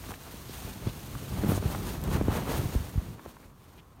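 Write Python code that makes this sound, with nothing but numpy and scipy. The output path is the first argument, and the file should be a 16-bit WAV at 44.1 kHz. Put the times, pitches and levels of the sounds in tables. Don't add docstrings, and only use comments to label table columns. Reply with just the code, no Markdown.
import sys
import numpy as np
from scipy import signal
from scipy.fft import rfft, irfft, next_fast_len
from scipy.io import wavfile
from scipy.ndimage import map_coordinates

SR = 44100
rng = np.random.default_rng(int(sys.argv[2]) if len(sys.argv) > 2 else 0)


def master_out(mix):
    frames = np.transpose(np.atleast_2d(mix))
    ceiling = np.clip(frames, -1, 1)
    pcm = np.round(ceiling * 32767).astype(np.int16)
    wavfile.write(sys.argv[1], SR, pcm)


N = 176400

# time_s, level_db
BILLOW_RIDE = [(0, -48.5), (.14, -45), (.22, -52), (.5, -48.5), (.68, -40.5), (.76, -45.5), (.88, -38.5),
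               (.95, -43), (1.09, -44.5), (1.14, -40), (1.2, -46), (1.36, -36), (1.47, -29), (1.58, -35.5),
               (1.8, -35.5), (1.85, -39.5), (2.02, -35.5), (2.17, -29.5), (2.36, -34), (2.45, -39),
               (2.64, -32.5), (2.72, -42), (2.81, -41), (2.9, -47), (2.96, -42.5), (3.14, -44.5),
               (3.21, -57.5), (4, -59)]
SLIDE_RIDE = [(0.0, -54), (0.1, -49.0), (0.17, -55.5), (0.27, -51.5), (0.47, -52.0), (0.58, -47),
              (0.79, -52.5), (1.1, -51.5), (1.41, -48.5), (1.462, -51), (1.485, -45.5), (1.578, -44),
              (1.6, -52), (1.72, -44.5), (1.8, -50), (1.89, -44), (2.0, -54), (2.09, -53), (2.143, -43),
              (2.2, -53.5), (2.315, -51), (2.345, -43), (2.45, -52.5), (2.495, -44), (2.58, -43.5),
              (2.6, -47), (2.75, -48.5), (2.88, -54), (3.1, -57.5), (3.18, -64.5), (3.31, -58.5),
              (3.38, -64.5), (3.45, -63.5), (3.55, -72), (3.63, -65.5), (3.79, -66.5), (3.81, -70.5),
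              (4.0, -72)]
FOLD_RIDE = [(0.0, -59.5), (0.12, -49), (0.2, -59), (0.275, -53), (0.33, -55.5), (0.54, -57.5), (0.68, -51),
             (0.75, -53.5), (0.87, -49), (0.93, -57.5), (1.2, -53.5), (1.39, -44.5), (1.515, -38),
             (1.6, -46.5), (1.73, -40.5), (1.77, -45), (1.9, -44), (2.01, -48.5), (2.165, -36),
             (2.24, -47.5), (2.36, -35), (2.44, -41.5), (2.5, -35.5), (2.68, -46.5), (3.18, -56.5),
             (3.28, -54), (3.39, -63), (3.44, -58.5), (3.56, -68), (3.685, -62), (3.8, -60.5), (3.88, -67),
             (3.97, -63)]

# frequency_hz, gain_db
GARDEN_EQ = [(25, -11), (70, 6), (200, -12.5), (500, -24.5), (1100, -8.5), (2500, -37.5)]
AIR_EQ = [(20, -33), (33, -14), (48, 3.5), (75, 1.5), (130, -0.5), (260, -9.5), (500, -21.5), (1500, -50.5)]
RUSTLE_EQ = [(60, -15), (180, 3), (330, 2.5), (550, -2.5), (1100, -6.5), (1900, -14.5), (3500, -22),
             (8000, -50)]
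# frequency_hz, gain_db
HISS_LOW_EQ = [(100, -32), (700, 1)]
HISS_BODY_EQ = [(1180, 0), (2000, -3), (2610, -2), (4460, -3), (4950, -6), (6690, -4), (7680, -8),
                (8810, -4), (10600, -9.5), (11400, -5.5), (12700, -5.5), (15000, -5), (15700, -10.5)]

# start_s, length_s, level_db, centre_hz
BRUSH_CUES = [(0.252, 0.039, -53, 900), (0.481, .045, -53, 4000), (0.863, 0.047, -51, 3200),
              (1.475, 0.052, -43, 13000), (1.545, 0.032, -44.5, 7700), (2.124, 0.048, -43.5, 1300),
              (2.555, .04, -47.5, 12000), (3.422, 0.03, -62.5, 1800), (3.774, 0.036, -57.5, 2580)]
# start_s, peak_db
TICK_CUES = [(2.016, -31), (2.039, -23.5), (2.042, -35), (2.076, -30.5), (2.225, -34), (2.915, -36)]
# start_s, peak_db, pitch_hz
CREASE_CUES = [(.038, -37, 1300), (0.087, -37, 990), (0.104, -33, 895), (0.118, -32.5, 890),
               (.140, -32.5, 1480), (1.152, -30.5, 960), (1.518, -23, 850), (1.748, -23.5, 890),
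               (3.194, -37, 1150), (3.367, -40.5, 1000)]
# start_s, push_db, pitch_hz
FLAP_CUES = [(0.093, -31.5, 233), (.341, -34, 300), (.495, -35, 294), (0.648, -32.5, 130),
             (.869, -27.5, 320), (.871, -19.5, 126), (1.436, -19, 300), (1.445, -16, 229),
             (1.464, -18.5, 170), (1.490, -17, 152), (1.519, -15.5, 282), (1.577, -22, 400),
             (1.627, -23.5, 190), (1.653, -27, 330), (1.657, -15, 115), (2.086, -22, 162),
             (2.151, -17.5, 150), (2.212, -15.5, 304), (2.283, -13.5, 330), (2.287, -24, 133),
             (2.589, -21.5, 255), (2.594, -20.5, 104), (2.657, -26.5, 130), (2.751, -21, 285),
             (2.757, -16, 76), (2.804, -25, 83), (2.957, -24, 89.5), (2.977, -17.5, 88), (3.261, -30, 600),
             (3.277, -39.5, 130), (3.453, -44, 80)]

BILLOW_TRIM_DB, SLIDE_TRIM_DB, FOLD_TRIM_DB, CREASE_TRIM_DB = 1.5, 2.5, 2.5, -1
TOP_HZ = 15850


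def amp(db):
    return 10 ** (np.asarray(db) / 20)


def unit_rms(x):
    return x / np.sqrt(np.mean(x ** 2) + 1e-20)


def fader(ride, trim_db, flutter_db, flutter_per_s):
    t = np.arange(N) / SR
    flutter = map_coordinates(rng.standard_normal(4000), [t * flutter_per_s], mode="wrap")
    return amp(np.interp(t, *np.transpose(ride)) + trim_db + flutter_db * flutter)


def equalise(x, eq):
    size = next_fast_len(N + SR // 2)
    hz, db = np.transpose(eq)
    gain_db = np.interp(np.log(np.fft.rfftfreq(size, 1 / SR) + 1), np.log(hz), db)
    cepstrum = irfft(np.log(amp(gain_db)), size)
    cepstrum[1:size // 2] *= 2
    cepstrum[size // 2 + 1:] = 0
    return unit_rms(irfft(rfft(x, size) * np.exp(rfft(cepstrum)), size)[:N])


def grains(per_s, spread_db, smooth):
    slips = (rng.random(N) < per_s / SR) * rng.choice([-1, 1], N)
    sizes = amp(spread_db * np.clip(rng.standard_normal(N), -2, 2))
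    return unit_rms(slips * sizes) + smooth * rng.standard_normal(N)


def add(track, start_s, x):
    i = round(start_s * SR)
    track[i:i + len(x)] += x[:N - i]


def garden():
    return amp(-59.5) * equalise(rng.standard_normal(N), GARDEN_EQ)


def billow():
    air = equalise(rng.standard_normal(N), AIR_EQ)
    return air * fader(BILLOW_RIDE, BILLOW_TRIM_DB, flutter_db=0.94, flutter_per_s=11)


def slide():
    friction = grains(per_s=3000, spread_db=7, smooth=1.7)
    hiss = equalise(friction, list(HISS_LOW_EQ) + list(HISS_BODY_EQ))
    return hiss * fader(SLIDE_RIDE, SLIDE_TRIM_DB, flutter_db=1.04, flutter_per_s=60)


def fold():
    buckles = equalise(grains(per_s=920, spread_db=4, smooth=0.97), RUSTLE_EQ)
    return buckles * fader(FOLD_RIDE, FOLD_TRIM_DB, flutter_db=1.43, flutter_per_s=55)


def brushes(edge_ratio=1.37, fade_share=0.47):
    out = np.zeros(N)
    slips = grains(per_s=2800, spread_db=4.5, smooth=0.81)
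    for start_s, length_s, level_db, hz in BRUSH_CUES:
        edges_hz = [hz / edge_ratio, min(hz * edge_ratio, TOP_HZ)]
        band = signal.butter(2, edges_hz, "band", fs=SR, output="sos")
        swish = unit_rms(signal.sosfilt(band, slips))[round(start_s * SR):]
        swell = signal.windows.tukey(int(length_s * SR), fade_share)
        add(out, start_s, amp(level_db) * swell * swish[:len(swell)])
    return out


def ticks(low_cut_hz=5030, t60_s=0.0045):
    out, t = np.zeros(N), np.arange(SR // 100) / SR
    low_cut = signal.butter(2, low_cut_hz, "high", fs=SR, output="sos")
    bright = signal.sosfilt(low_cut, rng.standard_normal(N))
    for start_s, peak_db in TICK_CUES:
        tick = bright[round(start_s * SR):][:len(t)] * amp(-60 * t / t60_s)
        add(out, start_s, amp(peak_db) * tick / np.abs(tick).max())
    return out


def creases(edge_ratio=1.5, t60_s=0.019):
    out, t = np.zeros(N), np.arange(SR // 20) / SR
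    for start_s, peak_db, hz in CREASE_CUES:
        band = signal.butter(2, [hz / edge_ratio, hz * edge_ratio], "band", fs=SR, output="sos")
        crinkle = signal.sosfilt(band, rng.standard_normal(len(t)) * amp(-60 * t / t60_s))
        add(out, start_s, amp(peak_db + CREASE_TRIM_DB) * crinkle / np.abs(crinkle).max())
    return out


def flaps(recoil_ratio=0.64, puff_db=-17.5, puff_t60_s=0.024, shake_db=-20, shake_t60_s=0.072):
    out, t = np.zeros(N), np.arange(SR // 8) / SR
    rustle = equalise(rng.standard_normal(N), RUSTLE_EQ)
    for start_s, push_db, hz in FLAP_CUES:
        phase = 2 * np.pi * hz * t
        recoil = signal.butter(3, recoil_ratio * hz, "high", fs=SR, output="sos")
        push = signal.sosfilt(recoil, phase ** 2.61 * np.exp(-1.25 * phase))
        puff = rustle[round(start_s * SR):][:len(t)] * amp(puff_db - 60 * t / puff_t60_s)
        shake_hz = 94.5 * np.exp(0.11 * rng.standard_normal())
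        shake = np.sin(2 * np.pi * shake_hz * t) * amp(shake_db - 60 * t / shake_t60_s)
        attack = 1 - np.exp(-phase)
        add(out, start_s, amp(push_db) * (push / np.abs(push).max() + (puff + shake) * attack))
    return out


def scene():
    bed = garden()
    movement = slide() + fold() + billow()
    accents = flaps() + creases() + ticks() + brushes()
    return (bed + movement + accents)[None]


def record(dry):
    size = next_fast_len(N + SR // 2)
    passband = np.fft.rfftfreq(size, 1 / SR) < TOP_HZ
    return irfft(rfft(dry, size) * passband, size)[..., :N]


dry = scene()
out = record(dry)
master_out(out)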